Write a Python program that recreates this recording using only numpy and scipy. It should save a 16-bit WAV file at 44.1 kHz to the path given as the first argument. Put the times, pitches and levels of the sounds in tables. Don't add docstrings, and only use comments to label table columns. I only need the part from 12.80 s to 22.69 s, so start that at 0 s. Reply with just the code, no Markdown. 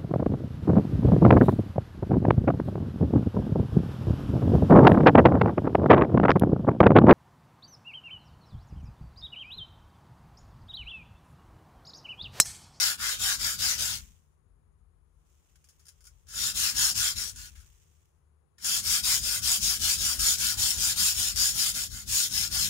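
import sys
import numpy as np
from scipy import signal
from scipy.io import wavfile
from scipy.ndimage import uniform_filter1d

SR = 44100
rng = np.random.default_rng(int(sys.argv[2]) if len(sys.argv) > 2 else 0)


def linear_from_db(decibels):
    return 10 ** (np.asarray(decibels, float) / 20)


def to_wav(s):
    ch = np.atleast_2d(s).T
    pcm = np.round(np.clip(ch, -1, 1) * 32767)
    wavfile.write(sys.argv[1], SR, pcm.astype(np.int16))


N = 436149
TIME = np.arange(N) / SR

# turn_s, top_db, top_speed_place (0-1), stone_ring_db, turn_level_db
FIRST_RUN = [(-0.05, -22, 0.37, -18.5, -43.5), (0.175, -29, 0.51, -11, -54.5),
             (0.384, -24, 0.46, -16.5, -43), (0.582, -27, 0.49, -17, -42), (0.778, -24.5, 0.43, -15, -44),
             (0.976, -26.5, 0.33, -20, -40)]
SECOND_RUN = [(3.468, -28, 0.69, -18.5, -62), (3.734, -24.5, 0.5, -19.5, -44),
              (3.939, -23, 0.54, -18.1, -40), (4.143, -25.5, 0.4, -17.5, -44),
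              (4.352, -32, 0.37, -19.6, -48), (4.539, -45, 0.48, -15, -69)]
THIRD_RUN = [(5.799, -25.5, 0.61, -24, -61), (6.023, -23, 0.54, -22.5, -40), (6.224, -21.5, 0.44, -27, -43),
             (6.412, -26.5, 0.54, -24.5, -37), (6.614, -22, 0.5, -28, -42.5), (6.8, -24, 0.47, -28.5, -39),
             (6.991, -23, 0.51, -29.5, -40), (7.174, -27, 0.52, -22.5, -33.5),
             (7.374, -22.5, 0.55, -27.5, -38), (7.572, -25.5, 0.47, -23.5, -37.5),
             (7.767, -24, 0.42, -27, -41.5), (7.961, -25, 0.6, -24, -33.5), (8.152, -22.5, 0.47, -27, -37),
             (8.348, -27, 0.44, -26, -34), (8.543, -24, 0.56, -31, -41.5), (8.73, -24, 0.54, -24, -33.5),
             (8.937, -28.5, 0.34, -26, -40), (9.092, -40, 0.48, -23.5, -51.5),
             (9.255, -22.5, 0.55, -30, -53.5), (9.495, -26.5, 0.52, -24, -41.5),
             (9.7, -24.5, 0.48, -22.5, -46)]
# end_s, end_level_db, blade_ring_db, brightness_db, held_pitch_factor
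RUNS = [
    (1.208, -49.5, -5.5, -2, .995),
    (4.7, -56, 0.5, -1, 1.053),
    (9.92, -61, -1, 0, 1.002),
]
OPENING_WAY = (-1, 1, 1)
# pitch_hz, width_hz, level_db
PRESSED_BLADE = [(2570, 150, -6.5), (2820, 340, -15), (3273, 45, -30), (3190, 18, -2), (3670, 40, -5),
                 (4800, 540, -11.5), (4995, 43, -13), (5500, 240, -11.5), (5500, 30, -11.5),
                 (6020, 120, -2), (6696, 30, -8), (6984, 760, -3), (8900, 2600, 6.5)]
# pitch_hz, width_hz, level_db
STONE = [(1320, 73, -12), (1462, 73, 3.5), (1572, 460, -1), (1640, 110, 2.5), (2050, 97, -6.5)]
# pitch_hz, width_hz, level_db
HELD_BLADE = [(3310, 300, 1.5), (5340, 320, 2.5), (6930, 300, 2), (9000, 420, 3)]
# time_s, share
GRIP = [(0, -.3), (1.2, -0.23), (3.4, 1), (9.89, 0.56)]
# pitch_hz, width_hz, level_db
FREE_BLADE = [(3180, 180, -7.5), (5100, 2200, 9), (6400, 690, 4.5), (7240, 440, -1), (9440, 660, 11.5),
              (11100, 1200, -7), (13800, 3000, -2)]
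# pitch_hz, level_db
LEFT_PORT = [(300, -28), (550, -23.5), (900, -22.5), (1500, -22), (2100, -20), (3000, -11.5), (3800, -7.5),
             (4600, -4.5), (5400, -0.6), (6200, -6.5), (6900, -7), (8300, -10), (11500, -10.5),
             (15600, -16)]
RIGHT_PORT = [(300, -35.5), (550, -35.5), (900, -28), (1600, -21), (2300, -18.5), (3200, -10.5),
              (4300, -15), (5400, -17), (5900, -43), (6400, -9), (6900, -2), (7800, -12.5), (11000, -14.5),
              (15600, -15.5)]
# pitch_hz, width_hz, level_db
RIGHT_NOTCH = (5900, 170, -26.5)
# pitch_hz, likeness (0-1)
LIKENESS = [(100, 0.44), (900, 0.29), (1650, 0.5), (2200, 0.11), (3500, 0.091), (5000, 0.14), (6500, 0.21),
            (7500, 0.4), (8300, 0.37), (9200, 0.94), (9800, 0.93), (11200, 0.55), (12500, 0.11),
            (15500, 0.64)]
# pitch_hz, lead_radians
LEFT_LEAD = [(600, 0), (1400, 1.0), (1900, 2.6), (2600, 3.0), (5500, 3.0), (6600, 0)]
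# time_s, level_db, upper_modes_db
LEAN_ON_TABLE = [(0, -57, -2), (.86, -46, -4), (1.15, -50.5, -2.5), (1.56, -71, -18), (1.66, -62, -11.5),
                 (2.7, -69.5, -17), (3.42, -62.5, -21), (3.56, -54, 0.5), (4.2, -49, 0), (4.72, -51.5, -12),
                 (5.04, -65, -26), (5.74, -86, -4), (5.86, -55, 2), (6.06, -49.5, -1), (7.1, -44.5, -4),
                 (8.66, -46, -3.5), (9.14, -50, -3), (9.89, -45.5, 0.5)]
# pitch_hz, width_hz, level_db
TABLE_LOW = [(49.7, 6.3, -6.5), (75, 25, -5.5)]
TABLE_HIGH = [(103.7, 12, 1.5), (149, 41, -3), (196.6, 13.6, -5), (243, 28, -14.5)]
# pitch_hz, density_db
HUSH = [(18, -50), (34, -18), (75, 1), (113, -18), (158, -8), (205, -28), (328, -25), (380, -20),
        (612, -32), (1140, -29), (2920, -49), (6000, -57), (8250, -54), (10200, -41), (12600, -64),
        (15000, -68)]
# pitch_hz, balance_db
HUSH_BALANCE = [(60, 4), (180, 0), (550, 12), (1650, 11.5), (4970, 22), (15000, 22)]
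# pitch_hz, width_hz, level_db
WHINE = (6740, 30, -95)
# pitch_hz, width_hz, level_db
HUM = [(74, 7.5, -67.5), (149, 10, -71)]
# time_s, level_db
LIFT = [(1.1, -70), (1.2, -56), (1.27, -66), (1.35, -76), (1.6, -100)]
# time_s, level_db
RESTING = [
    [(2.2, -106), (2.5, -81), (3.1, -79), (3.5, -81)],
    [(4.48, -62), (4.8, -70), (5.25, -81.5), (5.55, -106)],
]
# pitch_hz, density_db
SLURRY = [(470, -45.5), (800, -11), (1080, -9.5), (2070, -3.5), (2620, -1.5), (3360, -1.5), (4250, -9),
          (6510, 3.5), (13100, -12.5), (14500, -0.5), (15800, -17.5)]
# start_s, peak_db, stone_ring_db, slide_s
TOUCHES = [(2.7571, -56, 2, 0.0097), (2.843, -51.5, -8, 0.013), (2.888, -48, -9, 0.019),
           (2.995, -56, -1.5, 0.025), (3.055, -49, -7, 0.0097), (3.067, -49, -8, 0.015),
           (3.084, -43, -6, 0.017), (3.207, -52.5, -7, 0.019), (3.242, -50, -12, 0.013),
           (3.253, -48, -9, 0.015), (3.269, -43, -7, 0.014), (3.484, -46.5, -6, 0.072),
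           (4.56, -43, -26, 0.015), (4.754, -53.5, 5, 0.047), (4.802, -54, -2, 0.014),
           (5.846, -25.5, -15, 0.12), (6.43, -31, -14, 0.01), (7.392, -25, -5, 0.024),
           (8.56, -26.5, -14, 0.098), (9.267, -56, -2, 0.0097)]
# start_s, peak_db, stone_ring_db, slide_s
LANDING = [
    (5.783, -51.5, 3.5, 0.019),
]
# low_hz, high_hz, threshold_db
MASKED = (340, 682.4, -27)


def evened(x):
    return x / np.sqrt(np.mean(x ** 2) + 1e-20)


def read(points, hz):
    f, value = np.transpose(points)
    return np.interp(np.log(hz + 1), np.log(f + 1), value)


def shape(x, gain):
    hz, _, z = signal.stft(x, SR, nperseg=1024)
    return signal.istft(z * gain(hz)[..., None], nperseg=1024)[1][..., :N]


def ring(x, modes):
    out = 0
    for hz, width, db in modes:
        r = np.exp(-np.pi * width / SR)
        c = r * np.cos(2 * np.pi * hz / SR)
        level = linear_from_db(db) * (1 - r) / np.sqrt(width)
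        out = out + level * signal.lfilter([1, -c], [1, -2 * c, r * r], x)
    return out


def wander(size):
    once = uniform_filter1d(rng.standard_normal(N), size)
    return evened(uniform_filter1d(once, size))


def grit(per_s, spread_db, clump_db):
    size = linear_from_db(spread_db * np.minimum(rng.exponential(1, N), 3))
    size = size * (rng.random(N) < per_s / SR)
    size = size * linear_from_db(clump_db * wander(size=60) + 0.57 * clump_db * wander(size=400))
    return evened(size * rng.standard_normal((2, N)))


def strokes():
    out = np.zeros((7, N))
    for rows, run, way in zip((FIRST_RUN, SECOND_RUN, THIRD_RUN), RUNS, OPENING_WAY):
        end, end_db, blade_db, bright_db, pitch = run
        s, db, place, stone_db, turn_db = np.transpose(rows)
        on = (TIME >= s[0]) & (TIME < end)
        now = TIME[on]
        edges = np.append(s, end)
        k = np.searchsorted(s, now, "right") - 1
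        along = (now - s[k]) / np.diff(edges)[k]
        warp = np.log(.5) / np.log(np.clip(place[k], .15, .85))
        speed = abs(np.sin(np.pi * along ** warp))
        rest = linear_from_db(np.interp(now, edges, np.append(turn_db, end_db)))
        bite = rest + linear_from_db(db[k]) * np.tanh(1.406 * speed ** 1.46)
        stone = linear_from_db(stone_db[k]) * (1.2 * rest + linear_from_db(db[k]) * speed ** 1.6)
        reach = -way * (-1) ** k * np.cos(np.pi * along)
        steady = np.ones_like(along)
        pitch = pitch + .012 * reach
        out[:, on] = bite, stone, along, reach, blade_db * steady, bright_db * steady, pitch
    return out


def patchy(pair, bright_db, pitch, patchy_db, streak_db):
    hz, t, z = signal.stft(pair, SR, nperseg=1024, noverlap=768)
    wide, thin = rng.standard_normal((2,) + z.shape[1:])
    wide = evened(uniform_filter1d(uniform_filter1d(wide, size=10, axis=0), size=9, axis=1))
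    thin = evened(uniform_filter1d(uniform_filter1d(thin, size=2, axis=0), size=16, axis=1))
    octaves_up = np.clip(np.log2((hz + 1) / 6500), 0, 1)
    tilt = np.outer(octaves_up, np.interp(t, TIME, bright_db))
    held = 0
    for f, width, db in HELD_BLADE:
        off = hz[:, None] - f * np.interp(t, TIME, pitch)
        held = held + db * np.exp(-(off / width) ** 2)
    held = held * np.interp(t, *np.transpose(GRIP))
    even = np.interp(hz, [7500, 10000], [1, .5])[:, None]
    shade = linear_from_db(even * (patchy_db * wide + streak_db * thin) + tilt + held)
    return signal.istft(z * shade, nperseg=1024, noverlap=768)[1][:, :N]


def room(x, t60):
    t = np.arange(8000) / SR
    signs = rng.choice([-1., 1.], (2, 8000))
    taps = signs * (rng.random((2, 8000)) < .05) * linear_from_db(-60 * t / t60) * (t > .002)
    taps = taps / np.linalg.norm(taps, axis=1, keepdims=True)
    return signal.oaconvolve(x, taps, axes=1)[:, :N]


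def ports(pair):
    hz, _, z = signal.stft(pair, SR, nperseg=1024)
    same = np.clip(read(LIKENESS, hz), 0, 1)[:, None]
    turned = np.exp(-1j * read(LEFT_LEAD, hz))[:, None] * z[0]
    right = same * turned + np.sqrt(1 - same ** 2) * z[1]
    notch_hz, notch_width, notch_db = RIGHT_NOTCH
    notch = notch_db * np.exp(-((hz - notch_hz) / notch_width) ** 4)
    colour_db = np.array([read(LEFT_PORT, hz), read(RIGHT_PORT, hz) + notch])
    colour = linear_from_db(colour_db - 40 * (hz < 250))
    return signal.istft(np.array([z[0], right]) * colour[..., None], nperseg=1024)[1][:, :N]


def knife():
    ticks = grit(per_s=20000, spread_db=1.5, clump_db=0.4)
    bite, stone, along, reach, blade_db, bright_db, pitch = strokes()
    tap, tap_stone = touches(ticks)
    press_db = -0.5
    bite = linear_from_db(press_db) * bite * ticks
    stone = linear_from_db(press_db + 6.5 - 3 * reach) * stone * ticks + tap_stone
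    edge = bite + linear_from_db(-4 + blade_db + 2.5 * reach) * ring(bite, PRESSED_BLADE) / 0.068
    block = linear_from_db(8.0) * ring(stone, STONE) / 0.012

    def gap(hz):
        return linear_from_db(-14 * np.exp(-((hz - 4050) / 450) ** 2) - 10 * (hz < 2700))

    free = linear_from_db(3.5) * shape(ring(tap, FREE_BLADE), gap) / 0.032
    near = free + patchy(edge + block, bright_db, pitch, patchy_db=2.2, streak_db=2.6)
    wet = linear_from_db(-15) * room(near, t60=.16)
    pan_db = uniform_filter1d(4.5 + (2.5 - 4.5) * along, size=900)
    return linear_from_db(8.5) * ports(near + wet) * linear_from_db(np.outer([.5, -.5], pan_db - 3.5))


def table():
    lean_s, lean_db, lean_upper_db = np.transpose(LEAN_ON_TABLE)
    level_db = np.interp(TIME, lean_s, lean_db)
    upper_db = np.interp(TIME, lean_s, lean_upper_db)
    settle_s, settle_db, jerk_s, jerk_db = .035, -6, .03, 5
    jolt_db = 0
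    for rows in FIRST_RUN, SECOND_RUN, THIRD_RUN:
        turns = np.array(rows)[1:, :1]
        at = (turns + [-settle_s, jerk_s]).ravel()
        jolt_db = jolt_db + np.interp(TIME, at, np.tile([settle_db, jerk_db], len(turns)), 0, 0)
    jolt_db = uniform_filter1d(jolt_db, size=900)
    push = rng.standard_normal((2, N))
    push[1] = 0.66 * push[0] + .55 * push[1]

    def edges(hz):
        return linear_from_db(read([(28, -36.5), (45, 0.5), (215, -5.5), (300, -12.5), (600, -13.0), (1000, -48)], hz))

    low = evened(shape(ring(ring(push, TABLE_LOW), [(59, 42, 0)]), edges))
    high = evened(shape(ring(ring(push, TABLE_HIGH), [(159, 470, 0)]), edges))
    low = linear_from_db(jolt_db) * low * linear_from_db(np.array([[3.5], [-6]]))
    high = linear_from_db(upper_db + 0.66 * jolt_db) * high * linear_from_db(np.array([[2.5], [-3.5]]))
    return linear_from_db(level_db) * (low + high)


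def hush():
    def tilt(hz):
        return linear_from_db(read(HUSH, hz) + np.outer([.5, -.5], read(HUSH_BALANCE, hz)))

    spectrum = linear_from_db(read(HUSH, np.fft.rfftfreq(1024, 1 / SR)))
    noise = shape(rng.standard_normal((2, N)), tilt) / np.sqrt(np.mean(spectrum ** 2))
    whine = linear_from_db(WHINE[2]) * evened(ring(rng.standard_normal(N), [WHINE]))
    hum = 0
    for mode in HUM:
        tone = ring(ring(rng.standard_normal(N), [mode]), [mode])
        hum = hum + linear_from_db(mode[2]) * evened(tone)
    return linear_from_db(-70.5) * noise + whine * np.array([[.3], [1]]) + hum * np.array([[1.3], [.7]])


def slurry():
    level = 0
    for rows in [LIFT] + list(RESTING):
        level = level + linear_from_db(np.interp(TIME, *np.transpose(rows), -120, -120))
    fizz = shape(grit(per_s=20000, spread_db=1.5, clump_db=1.9), lambda hz: linear_from_db(read(SLURRY, hz)))
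    return linear_from_db(5.5) * level * evened(fizz)


def touches(ticks):
    size = 5000
    bite, stone = np.zeros((2, 2, N))
    for s, db, stone_db, slide in list(TOUCHES) + list(LANDING):
        at = round(s * SR)
        fade = np.exp(-TIME[:size] / max(slide, .002))
        hit = linear_from_db(db - 10) * fade * ticks[:, at:at + size]
        hit[:, 0] += linear_from_db(db + 4)
        bite[:, at:at + size] += hit
        stone[:, at:at + size] += linear_from_db(stone_db) * hit
    return bite, stone


def scene():
    return knife() + table() + hush() + slurry()


def band_limit(x):
    return signal.sosfilt(signal.butter(12, 16420, fs=SR, output="sos"), x)


def record(dry):
    low_cut = signal.butter(4, 36, "high", fs=SR, output="sos")
    hz, t, z = signal.stft(signal.sosfilt(low_cut, dry), SR, nperseg=2048)
    power = uniform_filter1d((dry ** 2).mean(0), size=2500)
    power_db = 10 * np.log10(np.interp(t, TIME, power) + 1e-12)
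    low_hz, high_hz, threshold_db = MASKED
    drop_db = -8 * np.clip(power_db - threshold_db, 0, 4)
    band = (hz > low_hz) & (hz < high_hz)
    top_db = -90 * (hz > 15770)[:, None]
    mix = signal.istft(z * linear_from_db(np.outer(band, drop_db) + top_db), nperseg=2048)[1][:, :N]
    return band_limit(mix)


dry = scene()
out = record(dry)
to_wav(out)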